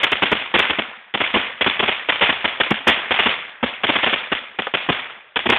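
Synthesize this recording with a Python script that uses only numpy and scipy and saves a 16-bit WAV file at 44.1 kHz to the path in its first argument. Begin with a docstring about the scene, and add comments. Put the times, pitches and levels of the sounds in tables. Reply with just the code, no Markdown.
"""A string of firecrackers burns on a cardboard box in a yard at night and goes off in uneven volleys.
Each bang is a burst of noise that overloads the microphone for about 15 ms; one cracker only pops.
A wall slaps back, a low boom rings between house fronts and a noise tail rolls through the neighbourhood.
The recorder keeps a narrow speech band, with thin bright ticks above it on some blasts."""
import sys
import numpy as np
from scipy import signal
from scipy.io import wavfile
from scipy.ndimage import uniform_filter1d, minimum_filter1d

SR = 44100
rng = np.random.default_rng(int(sys.argv[2]) if len(sys.argv) > 2 else 0)


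def materialize(psi):
    """Save the field psi as 16-bit PCM at rate SR to the path in sys.argv[1].

    A 1-D psi becomes a single channel; in a 2-D psi each row is a channel.
    """
    bounded = np.clip(np.atleast_2d(psi).T, -1, 1)
    quanta = np.round(bounded * 32767).astype(np.int16)
    wavfile.write(sys.argv[1], SR, quanta)


N = 246078

# levels of a usual bang; the tail level also sets the far echoes
THUMP_DB, BODY_DB, CRACK_DB, WALL_DB, TAIL_DB = -22.1, -18.5, -13.6, -8.6, -21.0


def from_db(db):
    """Decibels to gain."""
    return 10 ** (np.asarray(db) / 20)


def rms_one(x):
    """Scale to rms 1."""
    return x / np.sqrt(np.mean(x ** 2) + 1e-20)


def band(x, low_hz, high_hz, order=2):
    """Causal band-pass."""
    edges_hz = [low_hz, min(high_hz, .45 * SR)]
    return signal.sosfilt(signal.butter(order, edges_hz, "band", fs=SR, output="sos"), x)


def add(track, s, sound):
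    """Mix a sound into the track from time s [s] on, cut off at the track's ends."""
    start = round(s * SR)
    first, last = max(start, 0), min(start + len(sound), N)
    if last > first:
        track[first:last] += sound[first - start:last - start]


def burst(low_hz, high_hz, length, t60, shock, choke_db=0, size=3072):
    """A shock and its dense ground reflections in one register, held for a length [s], then falling."""
    t = np.arange(size) / SR
    early = np.maximum(1 - t / max(length, .002), 0)  # falls from 1 to 0 over the hold
    level_db = choke_db * early - 60 * np.maximum(t - length, 0) / t60
    pressure = rng.standard_normal(size) * from_db(level_db)
    pressure[0] += shock
    wave = band(pressure, low_hz, high_hz)
    # the whole burst carries the energy of rms 1 over the hold
    return wave * np.sqrt(np.sum(early > 0) / np.sum(wave ** 2))


# the overloaded microphone hardly gets louder with a bigger charge, it stays at its limit longer
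BLAST_S, BLAST_S_PER_DB = .0146, .0003
BODY_FOLLOWS_CHARGE, BODY_FOLLOWS_THUMP = .3, .33  # dB per dB
# the brighter the bang, the higher its thump
THUMP_HZ, THUMP_OCTAVES_PER_DB = 335, .028
CHOKE_DB = -5.0
# every bang of the string, each against a usual one:
# (time [s], charge [dB], low thump [dB], bright crack [dB])
FIRECRACKERS = [(-.05, 2, 1, 2), (.031, 0, -4, 4), (.119, -2, -1, 2), (.221, 3, 2, 2), (.316, 2, 5, 0),
                (.539, 2, 1, 2), (.549, 1, -2, 0), (.588, 5, 0, 1), (.697, -6, -1, 0), (.785, -8, 0, -2),
                (1.139, -2, -3, -2), (1.203, 1, -3, -2), (1.339, -1, 0, 0), (1.358, 0, 4, -4),
                (1.609, 0, -4, 1), (1.662, 2, 2, 0), (1.793, -2, -2, 0), (1.826, -1, -1, -4),
                (1.879, 0, -3, 0), (2.087, 3, -5, 2), (2.21, 4, -2, 1), (2.224, 0, 0, 1),
                (2.291, -1, -1, 0), (2.443, 1, -2, 0), (2.6, 2, -1, 2), (2.708, -5, 7, -2),
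                (2.869, 6, 3, 3), (2.884, 2, 1, 3), (3.107, 4, -2, 0), (3.189, 3, -4, 2), (3.258, 3, 1, 0),
                (3.628, -1, 3, -5), (3.834, 0, -2, 0), (3.888, 1, 2, 0), (3.953, -1, -3, -1),
                (4.03, 1, -5, 0), (4.062, 0, -2, -2), (4.127, -2, -4, -1), (4.317, -3, -1, -2),
                (4.587, -7, -4, -4), (4.738, -1, -2, 0), (4.888, 2, 5, -3), (5.358, -3, -4, 0),
                (5.457, -8, 3, -3), (5.491, 1, 5, 3), (5.52, 3, 0, 1)]


def blasts(puff_db=-13.7, box_db=-8.5, thump_width=1.453):
    """Each blast holds the microphone at its limit: a puff of gas, a hollow thump, a body and a crack."""
    out = np.zeros(N)
    for s, charge_db, thump_db, crack_db in FIRECRACKERS:
        length = BLAST_S + BLAST_S_PER_DB * charge_db
        thump_hz = THUMP_HZ * 2 ** (THUMP_OCTAVES_PER_DB * (crack_db - thump_db))
        body_db = BODY_FOLLOWS_CHARGE * charge_db + BODY_FOLLOWS_THUMP * thump_db
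        puff = from_db(puff_db) * burst(62, 155, length, t60=.04, shock=4.0)
        box = from_db(box_db) * burst(198, 270, length, t60=.03, shock=16.0)  # the box drums along
        thump_low_hz = max(thump_hz / thump_width, 185)
        thump = burst(thump_low_hz, thump_hz * thump_width, length, t60=.033, shock=9.0)
        body = burst(500, 1400, length, t60=.03, shock=4.2)
        # the first pressure swing is heavy and chokes the treble, which swells back
        treble = burst(1580, 3930, length, t60=.02, shock=1.5, choke_db=CHOKE_DB)
        add(out, s, from_db(THUMP_DB + thump_db) * (puff + box + thump))
        add(out, s, from_db(BODY_DB + body_db) * body)
        add(out, s, from_db(CRACK_DB + crack_db) * treble)
    return out


# thin bright ticks, levels against the common tick gain: (time [s], peak level [dB])
BRIGHT_TICKS = [(0.0344, -24), (0.0423, -22), (0.1186, -28), (0.2324, -38), (0.3167, -33), (0.3267, -32),
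                (0.5931, -23), (0.6014, -32), (2.4478, -51), (2.7077, -28), (2.8774, -20), (2.8824, -17),
                (2.8934, -26), (2.9014, -28), (3.1956, -40), (5.5014, -19), (5.5209, -39)]


def ticks(tick_db=3.0, ragged=0.65, size=256):
    """A click with sparse, quickly fading splinters makes a thin, ragged tick above the speech band."""
    out = np.zeros(N)
    fade = np.exp(-np.arange(size) / SR / .0014)
    for s, peak_db in BRIGHT_TICKS:
        strengths = ragged * rng.standard_normal(size)
        splinters = strengths * (rng.random(size) < .04) * fade
        splinters[0] = 1
        tick = band(band(splinters, 3000, 5700, order=1), 3900, 19000, order=3)
        add(out, s, from_db(peak_db + tick_db) * tick / np.abs(tick).max())
    return out


POP_S, POP_DB, POP_LENGTH_S = 4.669, -13, .002


def dry_pop(treble_db=-6.5):
    """One weak cracker: a single pressure swing, too weak to overload the microphone or wake echoes."""
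    out = np.zeros(N)
    body = burst(480, 1500, POP_LENGTH_S, t60=.04, shock=7.0)
    treble = burst(1580, 3930, POP_LENGTH_S, t60=.025, shock=3.0)
    add(out, POP_S, from_db(POP_DB) * (body + from_db(treble_db) * treble))
    return out


def crack(low_hz, high_hz, t60, scatter, size=1024):
    """A shock front and the scatter of a rough surface right behind it; peak 1."""
    wave = scatter * rng.standard_normal(size) * from_db(-60 * np.arange(size) / SR / t60)
    wave[0] += 1
    wave = band(wave, low_hz, high_hz, order=1)
    wave = signal.sosfilt(signal.butter(4, 3600, fs=SR, output="sos"), wave)
    return wave / np.abs(wave).max()


# the slap follows charge and crack, dB per dB
SLAP_FOLLOWS_CHARGE, SLAP_FOLLOWS_CRACK = .15, .55
# the microphone drifts towards the wall: the slap comes sooner and grows
WALL_DELAY_S, WALL_DELAY_LOSS_PER_S, WALL_GAIN_DB_PER_S = .0363, .00066, .4
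# weaker echoes from things farther off, against the tail level: (mean delay [s], mean level [dB])
FAR_ECHOES = [(0.042, -4.5), (0.05, -2.5), (.061, -11), (.082, -7.5), (0.107, 1.5), (.128, -3)]


def reflections(spread_db=3.0, wander_s=.0015, slap_body_db=-10.5):
    """The wall answers each bang with a bright slap; farther things add weaker, scattered ones."""
    out = np.zeros(N)
    for s, charge_db, _, crack_db in FIRECRACKERS:
        slap = crack(1700, 5000, t60=.012, scatter=.17)
        slap += from_db(slap_body_db) * crack(250, 1100, t60=.012, scatter=.2)
        slap_db = WALL_DB + WALL_GAIN_DB_PER_S * s
        slap_db += SLAP_FOLLOWS_CHARGE * charge_db + SLAP_FOLLOWS_CRACK * crack_db
        wall_delay = WALL_DELAY_S - WALL_DELAY_LOSS_PER_S * s
        add(out, s + wall_delay, from_db(slap_db) * slap)
        for delay, level_db in FAR_ECHOES:
            echo_db = TAIL_DB + charge_db + level_db + spread_db * rng.standard_normal()
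            echo = from_db(echo_db) * crack(1100, 5400, t60=.0096, scatter=.18)
            add(out, s + delay + wander_s * rng.standard_normal(), echo)
    return out


BOOM_HZ, BOOM_T60_S = 235, 0.11
# low boom thrown to and fro between house fronts, against the boom level:
# (delay [s], mean level [dB])
BOOM_RETURNS = [(.004, 0), (0.033, -3.5), (0.097, -9.5), (0.187, -18.5), (0.277, -27)]


def boom(boom_db=-11.0, spread_db=1.5, size=8192):
    """Each return of the low flutter is a short, hollow sine ring that follows the thump of its bang."""
    out, t = np.zeros(N), np.arange(size) / SR
    swell = (1 - np.exp(-t / .00067)) * from_db(-60 * t / BOOM_T60_S)
    for s, _, thump_db, _ in FIRECRACKERS:
        for delay, level_db in BOOM_RETURNS:
            pitch = BOOM_HZ * (1 + .073 * rng.standard_normal())
            ring_db = THUMP_DB + thump_db + level_db + boom_db + spread_db * rng.standard_normal()
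            ring = np.sin(2 * np.pi * (pitch * t + rng.random()))
            add(out, s + delay, from_db(ring_db) * swell * ring)
    return out


# a heavy thump also fills the low end of the rolling tail
TAIL_FOLLOWS_THUMP, TAIL_THUMP_BELOW_HZ = .45, 900


def echo_power(hz, t60, near_share=0.3, near_s=.016, far_s=.036):
    """Summed power of all bangs' echoes around one pitch: the yard answers first, then the houses."""
    fired = np.zeros(N + 2 * SR)  # starts 1 s early, for bangs before the start
    follows_thump = TAIL_FOLLOWS_THUMP / (1 + (hz / TAIL_THUMP_BELOW_HZ) ** 2)
    for s, charge_db, thump_db, _ in FIRECRACKERS:
        power = from_db(TAIL_DB + charge_db + follows_thump * thump_db) ** 2
        fired[round((s + 1 + near_s) * SR)] += near_share * power
        fired[round((s + 1 + far_s) * SR)] += (1 - near_share) * power
    kept_per_sample = from_db(-60 / (t60 * SR)) ** 2
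    return signal.lfilter([1], [1, -kept_per_sample], fired)[SR:SR + N]


def drift(per_s):
    """Smooth chance with a spread of 1, drawn anew per_s times a second."""
    knots = rng.standard_normal(N // 10)
    return rms_one(np.interp(np.arange(N) / SR * per_s, np.arange(len(knots)), knots))


NIGHT_DB = -54.5  # steady hiss under the tail, before the tail's gains
# colour and late decay of the rolling tail:
# (frequency [Hz], relative level per Hz [dB], late t60 [s])
TAIL_COLOUR = [(40, -25, 1.0), (90, -13, 0.7), (150, -16.5, .95), (236, -12.5, 0.63), (330, -10, 0.8),
               (600, -4, 0.88), (1080, -2, 0.88), (1730, -0.7, 1.03), (2600, 5.5, 0.7), (3200, 0, 0.64),
               (3900, 3.5, 0.71)]


def rolling_tail(tail_gain_db=-1.1, early_share=0.58, early_t60=0.35, grain_db=1.8, patchy_db=1.76):
    """Countless small echoes as lumpy bands of noise: a quick early fall, then a slower roll."""
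    edges = np.geomspace(30, 4600, 19)
    log_centres = np.log(edges[1:] * edges[:-1]) / 2
    table_hz, table_db, table_t60 = np.transpose(TAIL_COLOUR)
    gains = from_db(np.interp(log_centres, np.log(table_hz), table_db)) * np.sqrt(np.diff(edges))
    gains = gains / np.linalg.norm(gains[:-1])  # all bands but the top one sum to power 1
    t60s = np.interp(log_centres, np.log(table_hz), table_t60)
    out = np.zeros(N)
    for low, high, gain, t60 in zip(edges, edges[1:], gains, t60s):
        hz = np.sqrt(low * high)
        early = early_share * echo_power(hz, early_t60)
        late = (1 - early_share) * echo_power(hz, t60)
        power = early + late + from_db(NIGHT_DB) ** 2
        hiss = rms_one(band(rng.standard_normal(N), low, high))
        out += gain * np.sqrt(power) * hiss * from_db(patchy_db * drift(70))
    return out * from_db(tail_gain_db + grain_db * drift(450))


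def scene():
    """Blasts, the pop, their echoes and the roll of the neighbourhood at one microphone."""
    return (blasts() + dry_pop() + reflections() + boom() + rolling_tail())[None]


FULL_SCALE = .73  # limiter ceiling
SPEECH_BAND_HZ, FILTER_STOP_HZ, CUTOFF_HZ = 3440, 5400, 16000


def record(dry, overload=1.0):
    """The microphone overloads, the speech band is kept, a fast limiter holds peaks; ticks go on top."""
    squashed = dry / (1 + (dry / overload) ** 8) ** (1 / 8)
    narrow = signal.sosfilt(signal.cheby1(8, .5, SPEECH_BAND_HZ, fs=SR, output="sos"), squashed)
    narrow = signal.sosfilt(signal.cheby2(12, 60, FILTER_STOP_HZ, fs=SR, output="sos"), narrow)
    # the gain dips around each peak and is smoothed twice
    gain = minimum_filter1d(FULL_SCALE / np.maximum(np.abs(narrow), FULL_SCALE), size=89)
    limited = narrow * uniform_filter1d(uniform_filter1d(gain, size=45), size=45)
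    return signal.sosfilt(signal.cheby2(12, 70, CUTOFF_HZ, fs=SR, output="sos"), limited + ticks())


dry = scene()
out = record(dry)
materialize(out)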